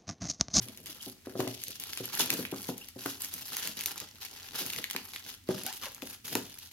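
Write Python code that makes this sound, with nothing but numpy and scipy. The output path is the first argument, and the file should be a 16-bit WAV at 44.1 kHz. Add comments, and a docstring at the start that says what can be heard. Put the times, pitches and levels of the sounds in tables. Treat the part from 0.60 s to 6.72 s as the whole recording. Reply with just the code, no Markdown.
"""In a small room, two hands pull a plastic mailing bag off a cardboard box on a wooden table.
The film rustles with countless clicks of coloured noise; single creases snap and short volleys rip.
Damped sines and noise bursts make the box knock and the table boom, and shaped noise makes it slide.
Fingers squeak on the film as gliding, raspy harmonics; a noise tail gives the room, soft noise its air.
"""
import sys
import numpy as np
from scipy import signal
from scipy.fft import rfft, irfft, next_fast_len
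from scipy.io import wavfile
from scipy.ndimage import uniform_filter1d, map_coordinates

SR = 44100
rng = np.random.default_rng(int(sys.argv[2]) if len(sys.argv) > 2 else 0)


def to_wav(s):
    """Save 16-bit WAV."""
    ch = np.atleast_2d(s).T  # columns
    pcm = np.round(np.clip(ch, -1, 1) * 32767)  # PCM
    wavfile.write(sys.argv[1], SR, pcm.astype(np.int16))


N = 269892
TIME = np.arange(N) / SR  # s

# Levels in the tables are dry: trims in the functions and the room come on top.
# A hand takes hold of the film and pulls. Each row: start in seconds, length in seconds,
# crinkle level in dB, fizz above the crinkle in dB, dull rub above the crinkle in dB.
PULLS = [(0.0, 0.024, -49.5, 1, -7.5), (0.249, 0.059, -48, -1.5, -9), (0.401, 0.065, -49.5, 2, -12),
         (0.631, .03, -61.5, -15, 5), (0.757, .19, -48.5, -3.5, -19), (0.985, 0.16, -48, -5.5, -35),
         (1.187, .3, -46, -4, -8), (1.515, .12, -39, -2, -5.5), (1.686, 0.034, -40, -3, -0.5),
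         (1.749, .06, -44.5, 1, -9), (1.896, .18, -49, 0.5, -7.5), (2.17, 0.1, -57.5, 0, -27),
         (2.376, .07, -49, 2, -4.5), (2.442, 0.064, -44, 0, -14), (2.588, 0.064, -46, 2, -7),
         (2.704, 0.206, -47.5, 0.5, -8.5), (2.907, 0.16, -40.5, -1.5, -7), (3.158, 0.0346, -42.5, -4, -8),
         (3.255, 0.028, -42, 1.5, -2.5), (3.353, .055, -46, -9.5, -6), (3.599, 0.041, -45, -2.5, -8.5),
         (3.704, 0.32, -50, -4.5, -5.5), (3.94, 0.064, -37.5, -1.5, -6.5), (4.05, .145, -44.5, -1.5, -7.5),
         (4.29, 0.11, -53, -3, -3), (4.431, 0.054, -53, 2.5, -7), (4.516, .05, -49, -2.5, -10.5),
         (4.634, 0.063, -46, -2.5, -9), (4.857, 0.15, -45.5, -5, -7.5), (5.038, 0.051, -42.5, -6, -11.5),
         (5.12, 0.029, -50.5, 5, -13), (5.207, 0.031, -42.5, -2, -4.5), (5.415, 0.11, -51, 2.5, -6.5),
         (5.637, .125, -43.5, 1, -8.5), (5.813, 0.24, -54, -2, -15)]
# Stir of film that is only held: levels of dull rub, crinkle and fizz in dB.
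HELD_FILM_DB = (-64.5, -60.5, -61)
# The hands rest. Each row: start in seconds, end in seconds.
PAUSES = [(0.53, 0.65), (2.31, 2.35), (4.76, 4.885), (5.57, 5.645)]
PAUSE_DB = -11.5
# Every movement sets in quickly, builds while it lasts and dies away (release: time to fall to 1/e).
ATTACK_S, BUILD_DB, RELEASE_S = 0.018, 2.5, 0.048
# Colour of the rustling film. Each row: frequency in Hz, relative gain in dB.
FILM_COLOUR = [(240, -36), (400, -4.5), (536, -16), (616, -17), (777, -6), (1130, -10), (1760, -10.5),
               (1900, -9.5), (2360, -6.5), (2970, 0), (3310, -1), (6440, -1.5), (8110, -11), (11900, 1),
               (16000, -8.5)]
# Large creases that snap. Each row: start in seconds, level in dB, treble over bass in dB.
SNAPS = [(0.084, -47, 3), (0.173, -48.5, 12), (0.258, -45.5, 9), (0.421, -49, 23), (0.803, -40.5, 3),
         (0.875, -40.5, 2), (1.0173, -47.5, 7), (1.036, -37.5, 13), (1.081, -40.5, 17), (1.105, -45, 16),
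         (1.1982, -40, 27), (1.2362, -40, 8), (1.3314, -39, 6), (1.3728, -38, 5.5), (1.4546, -38.5, 27.5),
         (1.5504, -38, 22), (1.5929, -32.5, 12), (1.6053, -35, 10), (1.658, -39, 18), (1.702, -27, 4.5),
         (1.726, -37, 15), (1.737, -35, 22), (1.8504, -38, -40), (2.028, -46.5, 19), (2.1785, -44, 27),
         (2.285, -46.5, 10), (2.4589, -38.5, 7), (2.6183, -36, 25), (2.6455, -38.5, 12), (2.738, -36.5, 22),
         (2.9665, -35.5, 10), (3.0728, -34.5, 8), (3.169, -43, 12), (3.19, -44, 6), (3.2079, -36, 10),
         (3.2161, -45, 5), (3.236, -41, 7), (3.258, -29.5, 13), (3.3778, -42, 13), (3.4, -40, 13),
         (3.649, -44.5, 4), (4.062, -38.5, 17), (4.101, -38, 5), (4.161, -40, 1), (4.1325, -39, 2),
         (4.186, -40, 5), (4.2404, -34.5, -5), (4.2989, -40, 5), (4.3089, -36, 6.5), (4.3306, -45, 9),
         (4.3619, -32.5, -3), (4.534, -45.5, -1), (4.56, -40.5, -5), (4.887, -44.5, 0), (5.034, -41.5, 18),
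         (5.063, -35.5, 18), (5.126, -43, 10), (5.2553, -43.5, -2), (5.3458, -46, 22), (5.42, -43, -3),
         (5.7517, -30, 4.5), (5.987, -47.5, 15)]
# Colour of a snapping crease. Each row: frequency in Hz, relative gain in dB.
SNAP_COLOUR = [(300, -34), (900, -6.5), (1450, -9.5), (2100, 3.5), (3000, 4), (4300, 4.5), (6300, -1),
               (8200, -13), (12000, -2.5), (16000, -17)]
# Runs of tearing or crushing. Each row: start in seconds, time the fade counts from in seconds
# (if before the start, the run sets in at once, already fading), fade to 1/e in seconds, level in dB.
RIPS = [(0.786, 0.806, 0.012, -38.5), (1.585, 1.605, 0.015, -23.5), (2.079, 2.092, 0.0084, -35),
        (3.272, 3.257, 0.013, -42)]
# Fingers slip on the film. Each row: start in seconds, length in seconds,
# pitch at the start, middle and end in Hz, level in dB before the swell.
SQUEAKS = [(0.401, 0.015, 3100, 3200, 2400, -47), (2.209, 0.029, 2710, 2850, 3300, -47.5),
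           (5.043, 0.086, 719, 780, 1110, -45), (5.209, 0.073, 1490, 1020, 800, -47.5),
           (5.256, 0.0354, 564, 550, 446, -46.5)]
# The box meets the table or a hand. Each row: time in seconds, thud, clack and table boom levels in dB.
KNOCKS = [(0.002, -48.5, -52, -42.5), (0.464, -37.5, -64, -55.5), (0.669, -34, -47, -55),
          (0.752, -30.5, -44, -44), (0.791, -23, -42, -40.5), (0.801, -25, -28.5, -51),
          (0.846, -34, -61, -51), (0.871, -29, -40, -41), (1.401, -33, -55, -46),
          (1.597, -34.5, -26.5, -66), (1.789, -30, -48, -48), (1.924, -28.5, -43, -44.5),
          (1.937, -43, -38, -43.5), (2.088, -27.5, -37.5, -48.5), (2.358, -38.5, -80, -54),
          (2.457, -30, -27.5, -48.5), (4.01, -38.5, -50, -56), (4.347, -36.5, -36.5, -63),
          (4.889, -20, -55, -65), (4.905, -32.5, -36, -62), (5.423, -36, -55, -66),
          (5.723, -38.5, -48, -48), (5.752, -24.5, -26.5, -42.5)]
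# Ring of the box on the table. Each row: frequency in Hz, mean relative level in dB,
# time to fall by 60 dB in seconds.
BOX_MODES = [(197.5, -6.5, 0.12), (250, -7.5, 0.19), (273.2, -2, 0.098), (340, -21, 0.017),
             (374.6, -7, 0.21), (463, -19, 0.16), (557, -37, 0.033), (600, -45, 0.27), (772, -20, 0.17),
             (830, -28, 0.2)]
TABLE_HZ, TABLE_T60_S = 119.5, 0.45
# The box is dragged over the table. Each row: start in seconds, length in seconds, level in dB.
DRAGS = [(0.0, .3, -58), (0.7, 0.12, -51), (1.015, 0.07, -61.5), (1.574, 0.21, -51.5), (2.086, 0.14, -72),
         (4.916, 0.12, -55.5), (5.76, 0.13, -60.5)]
# Colour of cardboard sliding on wood. Each row: frequency in Hz, relative gain in dB.
SLIDING_COLOUR = [(29, -50), (50, -19), (118, 2), (150, 3), (265, 5), (400, 0), (535, -4), (657, -2.5),
                  (733, -25), (900, -20), (1170, -48), (1980, -120)]
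# Where the hands work. Each row: time in seconds, delay of the right channel behind the left in seconds.
PLACE = [(0, .0001), (2.0, .00009), (3.3, .00005), (4.8, .00009), (5.1, -.00002), (6.12, -.00004)]
# Decay of the room. Each row: frequency in Hz, time to fall by 60 dB in seconds.
ROOM_T60 = [(120, 0.35), (300, 0.33), (900, 0.35), (4000, 0.32), (13000, 0.19)]
# Colour of the quiet air. Each row: frequency in Hz, relative gain in dB.
AIR_COLOUR = [(25, -72), (42, 5), (55, -12.5), (88, 7), (150, -9), (270, -4.5), (600, -38), (2000, -18),
              (7000, -21.5), (16000, -24)]
AIR_DB = -60
CUTOFF_HZ = 16100


def rustle(strengths, rub_db=-2.0, crinkle_db=-1.07, fizz_db=1.17, per_s=1100, crowding=0.7):
    """The film crumples under the hands: the harder they pull, the more creases buckle."""
    pull = (strengths[1] / np.median(strengths[1])) ** crowding
    buckles = crackle(per_s * pull, spread_db=4.0, clump_db=5.5)
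    out = 0
    for part, strength, trim_db in zip(split(buckles, 2090, 7050), strengths, (rub_db, crinkle_db, fizz_db)):
        out = out + rms_one(part) * strength * from_db(trim_db)
    return out


def handling():
    """Strength of rub, crinkle and fizz: pulls add in power to the held film; all drop in the pauses."""
    resting = sum(1.0 * ((TIME > start) & (TIME < end)) for start, end in PAUSES)
    resting = uniform_filter1d(resting, SR // 50)  # ease in and out
    power = from_db(HELD_FILM_DB)[:, None] ** 2
    for start, length, db, fizz, rub in PULLS:
        peak = from_db([db + rub, db, db + fizz])[:, None]
        power = power + peak ** 2 * movement(start, length) ** 2
    return np.sqrt(power) * from_db(PAUSE_DB * resting)


def movement(start, length):
    """Force of one movement of a hand: attack, build-up, release."""
    t = TIME - start
    attack = np.clip(t / ATTACK_S, 0, 1)
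    build = from_db(BUILD_DB * (np.clip(t / length, 0, 1) - 1))
    release = np.exp(-np.maximum(t - length, 0) / RELEASE_S)
    return attack * build * release


def crackle(per_s, spread_db, clump_db, tone=0.84, count=30):
    """Buckles at random, in clumps, from creases that each favour a pitch; steady in level."""
    born = rng.random(N) < per_s * from_db(clump_db * drift(70)) / SR
    loudness = from_db(spread_db * np.minimum(rng.exponential(1, N), 3.3))
    clicks = born * loudness * rng.choice([-1, 1], N)
    dealt = rng.integers(0, count, N)  # which crease each click belongs to
    out = 0
    for k, hz in enumerate(np.geomspace(1300, 15000, count)):
        burst = rms_one(crease(fade_s=0.00045, rise_s=0.0002, scatter_s=0.003, scatter_db=-17))
        pitched = signal.lfilter(*signal.iirpeak(hz, 3, fs=SR), burst)
        burst = burst + tone * rms_one(pitched)
        own_clicks = (clicks * (dealt == k))[None]
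        out = out + signal.oaconvolve(own_clicks, burst, axes=1)[:, :N]
    out = colour(out, FILM_COLOUR)
    running_power = uniform_filter1d(np.mean(out ** 2, 0), SR // 20)
    return out / np.sqrt(running_power + 1e-9)


def crease(fade_s, rise_s, scatter_s, scatter_db, unlike=0.73, wander_s=0.00003):
    """One buckle: a brief crack, then scatter from box and table, from a spot of its own."""
    t = np.arange(SR // 60) / SR - 0.001  # silent for the first millisecond
    shared, left, right = rng.standard_normal((3, len(t)))
    crack = np.exp(-abs(t) / fade_s)
    scatter = from_db(scatter_db) * np.exp(-abs(t) / scatter_s)
    shape = np.clip(t / rise_s, 0, 1) * (crack + scatter)
    shift = round(wander_s * SR * rng.standard_normal())  # samples between the channels
    left_burst = (shared + unlike * left) * shape
    right_burst = (shared + unlike * right) * shape
    return np.array([left_burst, np.roll(right_burst, shift)])


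def snaps(crack_db=-5.0):
    """Large creases give way one by one: slack film pops low, taut film cracks high."""
    out = np.zeros((2, N))
    for s, db, treble in SNAPS:
        burst = crease(fade_s=0.0009, rise_s=0.0006, scatter_s=0.003, scatter_db=-18)
        parts = split(colour(burst, SNAP_COLOUR), 3190, 6630)
        tilts_db = (-treble / 2, crack_db, treble / 2)
        snap = sum(rms_one(part) * from_db(tilt) for part, tilt in zip(parts, tilts_db))
        add(out, s, from_db(db) * rms_one(snap))
    return out


def rips():
    """A tear runs as a dense volley of buckles that swells or sets in at once, then dies."""
    force = 0
    for start, fade_from, fade, db in RIPS:
        rise = np.clip((TIME - start) / max(fade_from - start, 1e-3), 0, 1)
        dying = np.exp(-np.maximum(TIME - fade_from, 0) / fade)
        force = force + from_db(db) * rise * dying
    return force * crackle(per_s=4000, spread_db=2.5, clump_db=2)


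def squeaks(overtone_db=-3.5, stutter_db=3.5, wobble=0.027, top_hz=4200, count=5):
    """Skin sticks and slips on the film: a raspy gliding tone whose slips vary in spacing and force."""
    out = np.zeros(N)
    spacing = 1 + wobble * drift(700)
    force = from_db(stutter_db * drift(400))
    for s, length, first, middle, last, db in SQUEAKS:
        u = np.linspace(0, 1, int(length * SR))
        span = int(s * SR) + np.arange(len(u))
        pitch = np.interp(u, [0, 0.5, 1], [first, middle, last]) * spacing[span]
        phase = 2 * np.pi * np.cumsum(pitch) / SR
        harmonics = sum(from_db(overtone_db * k) * np.sin((k + 1) * phase) for k in range(count))
        tone = cut(harmonics, top_hz, "low", order=4)
        add(out, s, from_db(db) * rms_one(tone * force[span]) * np.sin(np.pi * u))
    return out


def knocks(thud_db=-17.5, clack_db=-22.5, boom_db=-11.5, rattle_db=-3.5,
           rattle_s=0.013, clack_s=0.0041, press_s=0.0011, delay_s=0.00096):
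    """Each blow rings the box with fresh strengths, rattles its walls, clacks and booms in the table top."""
    out, t = np.zeros((2, N)), np.arange(SR // 3) / SR
    hz, level, t60 = np.transpose(BOX_MODES)[:, :, None]
    press = np.sin(np.pi / 2 * np.clip(t / press_s, 0, 1)) ** 2  # cardboard yields before it pushes back
    for s, thud, clack, boom in KNOCKS:
        strength = level + 2.5 * rng.standard_normal(hz.shape)  # dB
        modes = from_db(strength - 60 * t / t60) * np.sin(2 * np.pi * (hz * t + rng.random(hz.shape)))
        ring = np.sum(modes, 0)
        rattle = diffuse(len(t), apart_hz=1500) * np.exp(-t / rattle_s)
        rattle = cut(rattle, [160, 600], "band", order=3)
        contact = diffuse(len(t), apart_hz=3000) * np.exp(-t / clack_s)
        contact = cut(contact, [620, 1600], "band", order=3)
        table = from_db(-60 * t / TABLE_T60_S) * np.sin(2 * np.pi * TABLE_HZ * t)
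        box = rms_one(rms_one(ring) + from_db(rattle_db) * rms_one(rattle))
        body = from_db(thud + thud_db) * box + from_db(boom + boom_db) * rms_one(table)
        add(out, s + delay_s, press * body + from_db(clack + clack_db) * rms_one(contact))
    return cut(out, 80, "high", order=3)


def slide(rub, level_db=-2.5, judder_db=5.5, carried_db=-9.0):
    """The box drags unevenly over the table, and its walls carry the rub of the hands."""
    force = from_db(carried_db) * rub
    for start, length, db in DRAGS:
        force = force + from_db(db + level_db) * movement(start, length)
    scrape = rms_one(colour(diffuse(N, apart_hz=1400), SLIDING_COLOUR))
    return force * from_db(judder_db * drift(40)) * scrape


def placed(x):
    """The right channel hears the hands a little later or earlier than the left."""
    late = np.arange(N) - in_time(PLACE)[0] * SR
    return np.array([x[0], map_coordinates(x[1], [late], order=3, mode="nearest")])


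def room(x, wet_db, gap_s=0.002):
    """Direct sound plus a short noise tail that dies band by band."""
    t, tail = np.arange(SR // 2) / SR, 0
    edges = np.geomspace(70, 18000, 9)  # Hz
    for low, high in zip(edges, edges[1:]):
        decay = from_db(-60 * t / at_hz(ROOM_T60, np.sqrt(low * high)))
        tail = tail + cut(diffuse(len(t)), [low, high], "band") * decay
    onset = np.clip(t / gap_s - 1, 0, 1)  # silent for one gap, full after two
    tail = rms_one(tail * onset) / np.sqrt(len(t))
    return x + from_db(wet_db) * signal.oaconvolve(x, tail, axes=1)[:, :N]


def air():
    """The quiet air of the room: steady coloured noise from all sides."""
    return from_db(AIR_DB) * rms_one(colour(diffuse(N, apart_hz=403), AIR_COLOUR))


def diffuse(size, apart_hz=900):
    """Noise from all sides: the two channels agree only on long waves."""
    mid, side = rng.standard_normal((2, size))
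    return mid + cut(side, apart_hz, "high", order=1) * [[1], [-1]]


def drift(rate):
    """Smooth chance with spread 1, heading for a new value `rate` times a second."""
    knots = rng.standard_normal(5000)
    return rms_one(np.interp(TIME * rate, np.arange(len(knots)), knots))


def colour(x, spectrum):
    """Give a sound a spectral shape."""
    size = next_fast_len(x.shape[-1])
    gain = from_db(at_hz(spectrum, np.arange(size // 2 + 1) * SR / size))
    return irfft(rfft(x, size) * gain, size)[..., :x.shape[-1]]


def split(x, low_hz, high_hz):
    """Low, middle and high parts that sum to the whole."""
    low, below = [signal.sosfiltfilt(signal.butter(4, hz, fs=SR, output="sos"), x) for hz in (low_hz, high_hz)]
    return low, below - low, x - below


def cut(x, hz, kind, order=2):
    """Butterworth filter."""
    return signal.sosfilt(signal.butter(order, hz, kind, fs=SR, output="sos"), x)


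def add(out, s, sound):
    """Mix a sound in at a time in seconds."""
    i = int(np.clip(round(s * SR), 0, N - 1))
    out[..., i:i + sound.shape[-1]] += sound[..., :N - i]


def in_time(rows):
    """Each column of a curve at every sample."""
    s, *columns = np.transpose(rows)
    return [np.interp(TIME, s, c) for c in columns]


def at_hz(points, hz):
    """Read a table on a log-frequency axis."""
    table_hz, values = np.transpose(points)
    return np.interp(np.log(hz + 1e-9), np.log(table_hz), values)


def from_db(db):
    """Decibels to gain."""
    return 10 ** (np.asarray(db) / 20)


def rms_one(x):
    """Scale to unit rms."""
    return x / np.sqrt(np.mean(x ** 2) + 1e-20)


def scene():
    """Film and box in the room, over its quiet air."""
    strengths = handling()
    film = room(placed(rustle(strengths) + snaps() + rips() + squeaks()), wet_db=-8.5)
    # the film's lows lean left and its highs lean right
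    low, middle, high = split(film, 4400, 11300)
    film = low * from_db([[1.0], [-1.0]]) + middle + high * from_db([[-0.6], [0.6]])
    box = room(placed(knocks() + slide(rub=strengths[0])), wet_db=-7.0)
    box = box * from_db([[0.7], [-0.7]])  # the box leans left
    return film + box + air()


def record(dry):
    """The top is cut steeply by an elliptic low-pass."""
    return signal.sosfilt(signal.ellip(10, 0.2, 75, CUTOFF_HZ, fs=SR, output="sos"), dry)


dry = scene()
out = record(dry)
to_wav(out)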